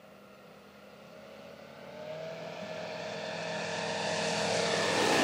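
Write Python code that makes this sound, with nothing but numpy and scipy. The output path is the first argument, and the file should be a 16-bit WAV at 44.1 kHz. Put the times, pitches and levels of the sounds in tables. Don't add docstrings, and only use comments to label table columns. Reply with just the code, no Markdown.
import sys
import numpy as np
from scipy import signal
from scipy.fft import rfft, irfft
from scipy.io import wavfile
from scipy.ndimage import uniform_filter1d

SR = 44100
rng = np.random.default_rng(int(sys.argv[2]) if len(sys.argv) > 2 else 0)


def ratio(d):
    e = np.asarray(d, float) / 20
    return 10 ** e


def persist_wave(psi):
    counts = np.round(np.clip(psi, -1, 1) * 32767).astype(np.int16)
    wavfile.write(sys.argv[1], SR, np.atleast_2d(counts).T)


N = 230890
T = np.arange(N) / SR
SLOW = T[::64]

# [t/s, place in the trio, 0 to 2; above or between means a blend]
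STATE = [(0, 0.24), (.7, 0.22), (1.3, 0.19), (1.7, 0.19), (2.03, 0.059), (2.14, 0.65), (2.3, 0.69),
         (2.5, 0.54), (3, 0.76), (3.5, 0.88), (4, 0.97), (4.5, 1.23), (4.65, 1.3), (4.8, 1.33), (5, 1.8),
         (5.24, 1.83)]

# [t/s, cycles per s, half the crank speed]
CYCLE = [(0, 33.2), (.5, 33.3), (.8, 33.55), (1.1, 34.3), (1.5, 35.35), (1.75, 36.5), (1.97, 37.75),
         (2.14, 39.2), (2.3, 40.55), (2.45, 41.45), (2.64, 41.85), (2.8, 42), (4.3, 42), (4.9, 41.93),
         (5.24, 41.65)]
MULTIPLES = [*range(3, 26), 33, 38, 19 / 3, 38 / 3]
FIRING = [(-20, -48, -34), (-9, -5, -6), (-2.5, -28, -31), (2.5, -8.5, -10), (-5, -9, 1), (-2.5, -37, 9),
          (-21, -32, 4), (-23, -72, -16), (-17, 2, -1), (-7.5, -12.5, -16), (-8.5, -14, -3),
          (-12, -7.5, -15), (-3.5, -7, -17.5), (-3.5, -5.5, 1.5), (-9, -12, -46), (-2, -27, 9),
          (-9, -30, -1), (-40, -4.5, 0.5), (-14, -13.5, -10), (-18, -6, -9), (-1, -8, -25), (-10, -39, 7),
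          (-5, -9, -8), (-1.5, -9, -32), (-1, 0, -38), (-4, -20.5, 0.5), (-38, -14.5, 3)]
RASP = range(55, 67)
SHAKE_DB, SHAKE_RAD = 0.7, 0.032
# [f/Hz, width/Hz, level/dB]
SILENCER = [(200, 55, 0.5), (478, 29, -3), (564, 42, -4.5), (624.6, 18, 4.5), (644, 30, -6),
            (894, 70, -2.5), (1340, 340, -17.5)]
# [t/s, f/Hz, level/dB, length/s]
COUGHS = [
    (2.619, 200, -35, 0.054),
    (2.783, 653, -59, 0.017),
]

SMALL_TEETH, LARGE_TEETH, BLADE_COUNT, CYLINDERS = 21, 51, 3, 4
BLADES = [(-1, -4.5, 1.5), (0.5, 7.5, 10.7), (15.5, -2, 8.7), (0, -4, 8.4)]
MESH = [(-6, -47, -4.5), (-11.5, -14.5, 0), (-10.5, -6.5, -15), (-8.5, -11, -4), (-18, -12, 1),
        (-22, -7.5, -8.5), (-28, -16, -2.5)]
OCTAVE = [(-24, -22, -28), (-17, -8, -28), (-24, -24, -28)]
# [width/Hz, trio of level/dB]
RATTLE = [(300, (-5.5, -31, -29)), (306, (-22, -7, -7)), (200, (-23, -17, -27))]
# [t/s, level/dB]
LOAD = [(0, 4), (2, -0.5), (2.6, 0), (3.1, 2.5), (3.6, 1.5), (4.0, 1), (4.3, -0.5), (4.5, -4), (4.62, 2),
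        (4.72, 4), (4.9, 0.5), (5.05, -3), (5.24, -1.5)]

# [f/Hz, level/dB per Hz]
ROAR = [(40, -107), (150, -4.5), (330, -12), (480, -3.5), (930, -10), (1800, -15.5), (2600, -10.5),
        (3200, -15.5), (3800, -14.5), (4400, -15), (5000, -16), (8000, -21.5), (10000, -29.5),
        (10800, -31.5), (11500, -37), (15700, -36)]
SWELL_DB = 0.25
# [low f/Hz, high f/Hz, trio of level/dB]
TIPS = [
    (4800, 7300, (-19, -11.5, -22)),
    (10000, 15600, (-51, -47, -25)),
]
# [f/Hz, width/Hz, level/dB against the pass level]
STRUTS = [(4280, 150, -19), (4595, 200, -18.5)]
# [t/s, level/dB]
FLOW = [(0, -3), (.8, 0), (1.6, 0), (2.5, -9), (2.9, 3.5), (3.4, 1.5), (3.65, 1), (4.1, 3), (4.35, 2.5),
        (4.65, 3.5), (4.85, -6), (5.24, -21)]

SPEED_M_S, PASS_S, MISS_M, CAMERA_M, SOUND_M_S = 30, 5.5, 30, 1.37, 343
# [t/s, height above the grass/m]
HEIGHT = [(0, 28), (1, 22.5), (1.6, 19.1), (2.0, 16.1), (2.5, 12.96), (3.2, 9.62), (3.7, 7.44), (4.1, 5.85),
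          (4.45, 5.37), (4.7, 5.9), (4.9, 7), (5.24, 9.6)]
PASS_DB, GRAZE_DB_PER_M = -26.5, 0.083
EXHAUST_DB, PROPELLER_DB = (-5, -5, -4.5), (-21.5, -20, -24.5)
GEAR_DB, ROAR_DB = (-11.5, -11.5, -11.5), (0.2, -0.46, 0.94)
# [t/s, half length/s, level/dB, air path gained/m]
EDDIES = [(0.952, 0.83, -3, -32), (1.44, 0.062, 1, 2), (2.142, 0.059, 1.5, 4), (1.81, 0.37, -2.5, 11),
          (2.996, 0.71, 0.6, 12.5), (3.927, 0.87, -0.08, -7.5), (4.303, 0.39, 0.35, -1.5),
          (4.697, 0.18, -0.65, 2.5), (5.15, 0.14, 0.83, -3)]
MURK = 3.76
ECHO = (0.45, 0.44, 0.16)
SHADE_DB, SHADE_HZ, SHADE_S = -2.5, 4800, (4.6, 5.1)

# [f/Hz, level/dB per Hz]
HISS = [(30, -12), (150, 23), (600, 15), (3000, 3.5), (9000, -1.5), (14000, 0), (15800, -14)]
# [f/Hz, level/dB]
WHINE = [(14971, -87), (15030, -82), (15089, -108), (15149, -99)]
# [f/Hz, limit in a quiet scene/dB, rise/dB per dB of loudness]
MASK = [(3000, -135, 1.4), (6000, -117, 1.4), (8500, -106, 1.7), (10300, -103.3, 2.0),
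        (10900, -101.5, 1.95), (11200, -101, 1.8), (12600, -101, 1.8), (13500, -102, 1.85),
        (14500, -101, 1.9), (14900, -102.5, 1.35), (15150, -102.5, 1.35), (15300, -102, 1.95),
        (15800, -103, 1.85)]
# [t/s, low f/Hz, high f/Hz]
SLIPS = [(.347, 4130, 6890), (.835, 6890, 8270), (.905, 4130, 5170), (4.713, 4650, 5680),
         (4.829, 4130, 5170), (4.829, 6890, 8270)]
BLOCK_S = 2048 / SR


def exhaust(rate, turns, surge_db=0.95):
    pull = ratio(surge_db * uniform_filter1d(np.gradient(rate, SLOW), size=90))
    churn = gain((1.5, 0, 6))
    out = np.zeros(N)
    for k, db in zip(MULTIPLES, FIRING):
        level = gain(db) * silencer(k * rate)
        if k % CYLINDERS == 0:
            level = level * pull
        out += tone(k * turns, level, flutter_db=SHAKE_DB * k ** 0.4, wander=SHAKE_RAD * k * churn)
    for k in RASP:
        out += tone(k * turns, gain((-31, -28, -33)), flutter_db=7.0, wander=0.19)
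    return heard(EXHAUST_DB) * out


def silencer(hz):
    return np.sqrt(sum(ratio(2 * db) / (1 + (2 * (hz - f) / width) ** 2) for f, width, db in SILENCER))


def coughs():
    out = np.zeros(N)
    for s, hz, db, length in COUGHS:
        progress = np.clip((T - s) / length, 0, 1)
        swell = np.sin(np.pi * progress ** 0.45) ** 2
        out += ratio(db) * swell * np.sin(2 * np.pi * hz * T)
    return out


def roar(turns):
    throb = 1 + 0.035 * np.cos(2 * np.pi * turns) + 0.12 * np.cos(2 * np.pi * CYLINDERS * turns)
    swell = fine(ratio(-1.5 + SWELL_DB * drift(top_hz=9)))
    return heard(ROAR_DB) * swell * throb * (coloured(ROAR, patchy_db=0.94) + gusts())


def gusts(swing_db=3.0):
    out = np.zeros(N)
    for low_hz, high_hz, dbs in TIPS:
        band = signal.butter(N=2, Wn=[low_hz, high_hz], btype="band", fs=SR, output="sos")
        level = gain(dbs) * ratio(swing_db * drift(top_hz=30.57))
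        out += fine(level) * evened(signal.sosfilt(band, rng.standard_normal(N)))
    return out


def gearbox(shaft):
    out = np.zeros(N)
    first = LARGE_TEETH - len(MESH) // 2
    for k, db in enumerate(MESH):
        out += tone((first + k) * shaft, gain(db), flutter_db=2.5, wander=0.72)
    for k, db in enumerate(OCTAVE):
        out += tone((2 * LARGE_TEETH + k - 1) * shaft, gain(db), flutter_db=2, wander=0.5)
    for k, (width_hz, db) in enumerate(RATTLE):
        out += fine(gain(db)) * fuzzy((k + 1) * LARGE_TEETH * shaft, width_hz)
    return heard(GEAR_DB) * fine(ratio(curve(LOAD, 1))) * out


def propeller(shaft):
    out = np.zeros(N)
    for k, db in enumerate(BLADES):
        out += tone((k + 1) * BLADE_COUNT * shaft, gain(db), flutter_db=1.2, wander=0.06)
    return heard(PROPELLER_DB) * out


def struts():
    out = np.zeros(N)
    for hz, width_hz, db in STRUTS:
        out += ratio(db) * fuzzy(hz * T, width_hz)
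    return heard((0, 0, 0)) * fine(ratio(curve(FLOW, 1))) * out


def meadow(x, air_db=0.1234, steepness=1.875, lag_turns=0.6, soft_hz=800, blur_turns=3.3):
    hz, t, z = signal.stft(x, SR, nperseg=1024, noverlap=768)
    hz = hz[:, None]
    path_m = np.maximum(distance(t) - MISS_M + eddies(t, column=3), 0)
    loss_db = air_db * (hz / 1000) ** steepness * MURK * path_m / 100
    air = ratio(-loss_db + eddies(t, column=2))
    shade_db = np.interp(t, SHADE_S, (0, SHADE_DB))
    shade_db = shade_db / (1 + (SHADE_HZ / (hz + 1)) ** 8) / (1 + (hz / SHADE_HZ / 2) ** 8)
    air *= ratio(shade_db)
    delay_s = 2 * curve(HEIGHT, 1, t) * CAMERA_M / distance(t) / SOUND_M_S
    strength = np.clip(np.interp(curve(STATE, 1, t), range(3), ECHO), 0, 1)
    strength = strength / (1 + (hz * delay_s / blur_turns) ** 4)
    strength += (1 - strength) * 0.28 / (1 + (hz / 600) ** 2)
    lag = hz * delay_s + lag_turns * hz / (hz + soft_hz)
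    arrived = z * air * (1 + strength * np.exp(-2j * np.pi * lag)) / 1.252
    return signal.istft(arrived, SR, nperseg=1024, noverlap=768)[1][:N]


def distance(t):
    return np.hypot(SPEED_M_S * (PASS_S - t), MISS_M)


def heard(dbs):
    far = distance(SLOW)
    graze = ratio(PASS_DB - GRAZE_DB_PER_M * (far - MISS_M))
    return fine(gain(dbs) * graze * MISS_M / far)


def eddies(t, column):
    return sum(row[column] * np.exp(-((t - row[0]) / row[1]) ** 2) for row in EDDIES)


def camera():
    whine = sum(tone(hz * T, ratio(db), flutter_db=0.0, wander=0.48) for hz, db in WHINE)
    return ratio(-64.5) * coloured(HISS, patchy_db=0.2) + whine


def thinned(x):
    hz, t, z = signal.stft(x, SR, window="cosine", nperseg=2048, noverlap=1024)
    loud_db = 10 * np.log10(uniform_filter1d(2 * (abs(z) ** 2).sum(0), size=15) + 1e-12)
    over_db = 2 * np.logaddexp(0, (loud_db + 40) / 2)
    chance = rng.standard_normal(z.shape[::-1]).T
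    jitter_db = 2.6 * evened(uniform_filter1d(chance, size=14, axis=0))
    f, quiet_db, rise = np.transpose(MASK)
    limit_db = np.interp(hz, f, quiet_db)[:, None] + np.outer(np.interp(hz, f, rise), over_db)
    kept = abs(z) > ratio(limit_db + jitter_db)
    return signal.istft(z * kept, SR, window="cosine", nperseg=2048, noverlap=1024)[1][:N]


def slips(x, share_db=-3):
    out, t = np.zeros(N), np.arange(round(BLOCK_S * SR))
    hz = np.fft.rfftfreq(len(t), 1 / SR)
    fade = np.sin(np.pi * t / len(t)) ** 2
    for s, low_hz, high_hz in SLIPS:
        inside = (hz > low_hz) & (hz < high_hz)
        at = round((s - BLOCK_S / 2) * SR) + t
        level = np.std(irfft(rfft(x[at]) * inside))
        noise = evened(irfft(rfft(rng.standard_normal(len(t))) * inside))
        out[at] += ratio(share_db) * level * fade * noise
    return out


def tone(turns, level, flutter_db, wander):
    height = np.sqrt(2) * level * ratio(flutter_db * drift(top_hz=14))
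    return fine(height) * np.sin(2 * np.pi * (turns + rng.random()) + fine(wander * drift(top_hz=9)))


def fuzzy(turns, width_hz):
    low = signal.butter(N=2, Wn=width_hz / 2, fs=SR, output="sos")
    return evened(signal.sosfilt(low, rng.standard_normal(N)) * np.cos(2 * np.pi * turns))


def coloured(points, patchy_db):
    hz = np.fft.rfftfreq(1024, 1 / SR)
    a, b, patches = rng.standard_normal((N // 256 + 5, 513, 3)).T
    patches = uniform_filter1d(patches, size=14, axis=0)
    patches = evened(uniform_filter1d(patches, size=14, axis=1))
    f, db = np.transpose(points)
    shape_db = np.interp(np.log(hz + 1), np.log(f), db)[:, None]
    z = (a + 1j * b) * ratio(shape_db + patchy_db * patches)
    return evened(signal.istft(z, nperseg=1024, noverlap=768)[1][:N])


def drift(top_hz):
    f = np.geomspace(0.0498 * top_hz, top_hz, num=12)[:, None]
    return evened(np.sin(2 * np.pi * (f * SLOW + rng.random((12, 1)))).sum(0))


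def gain(dbs):
    return ratio(np.interp(curve(STATE, 1), range(3), dbs))


def curve(rows, column, t=SLOW):
    rows = np.asarray(rows)
    return np.interp(t, rows[:, 0], rows[:, column])


def fine(control):
    return np.interp(T, SLOW, control)


def evened(x):
    return x / np.sqrt(np.mean(x ** 2) + 1e-20)


def scene():
    rate = uniform_filter1d(curve(CYCLE, 1), size=60)
    turns = np.cumsum(fine(rate)) / SR
    shaft = turns * 2 * SMALL_TEETH / LARGE_TEETH
    plane = exhaust(rate, turns) + coughs() + roar(turns) + gearbox(shaft) + propeller(shaft) + struts()
    cut = signal.butter(N=4, Wn=75, btype="high", fs=SR, output="sos")
    return np.tile(signal.sosfilt(cut, meadow(plane)) + camera(), (2, 1))


def top_cut(x):
    return signal.sosfilt(signal.butter(12, 15780, fs=SR, output="sos"), x)


def record(dry):
    mono = thinned(dry[0])
    mix = mono + np.outer([1, -1], slips(mono))
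    return top_cut(mix)


dry = scene()
out = record(dry)
persist_wave(out)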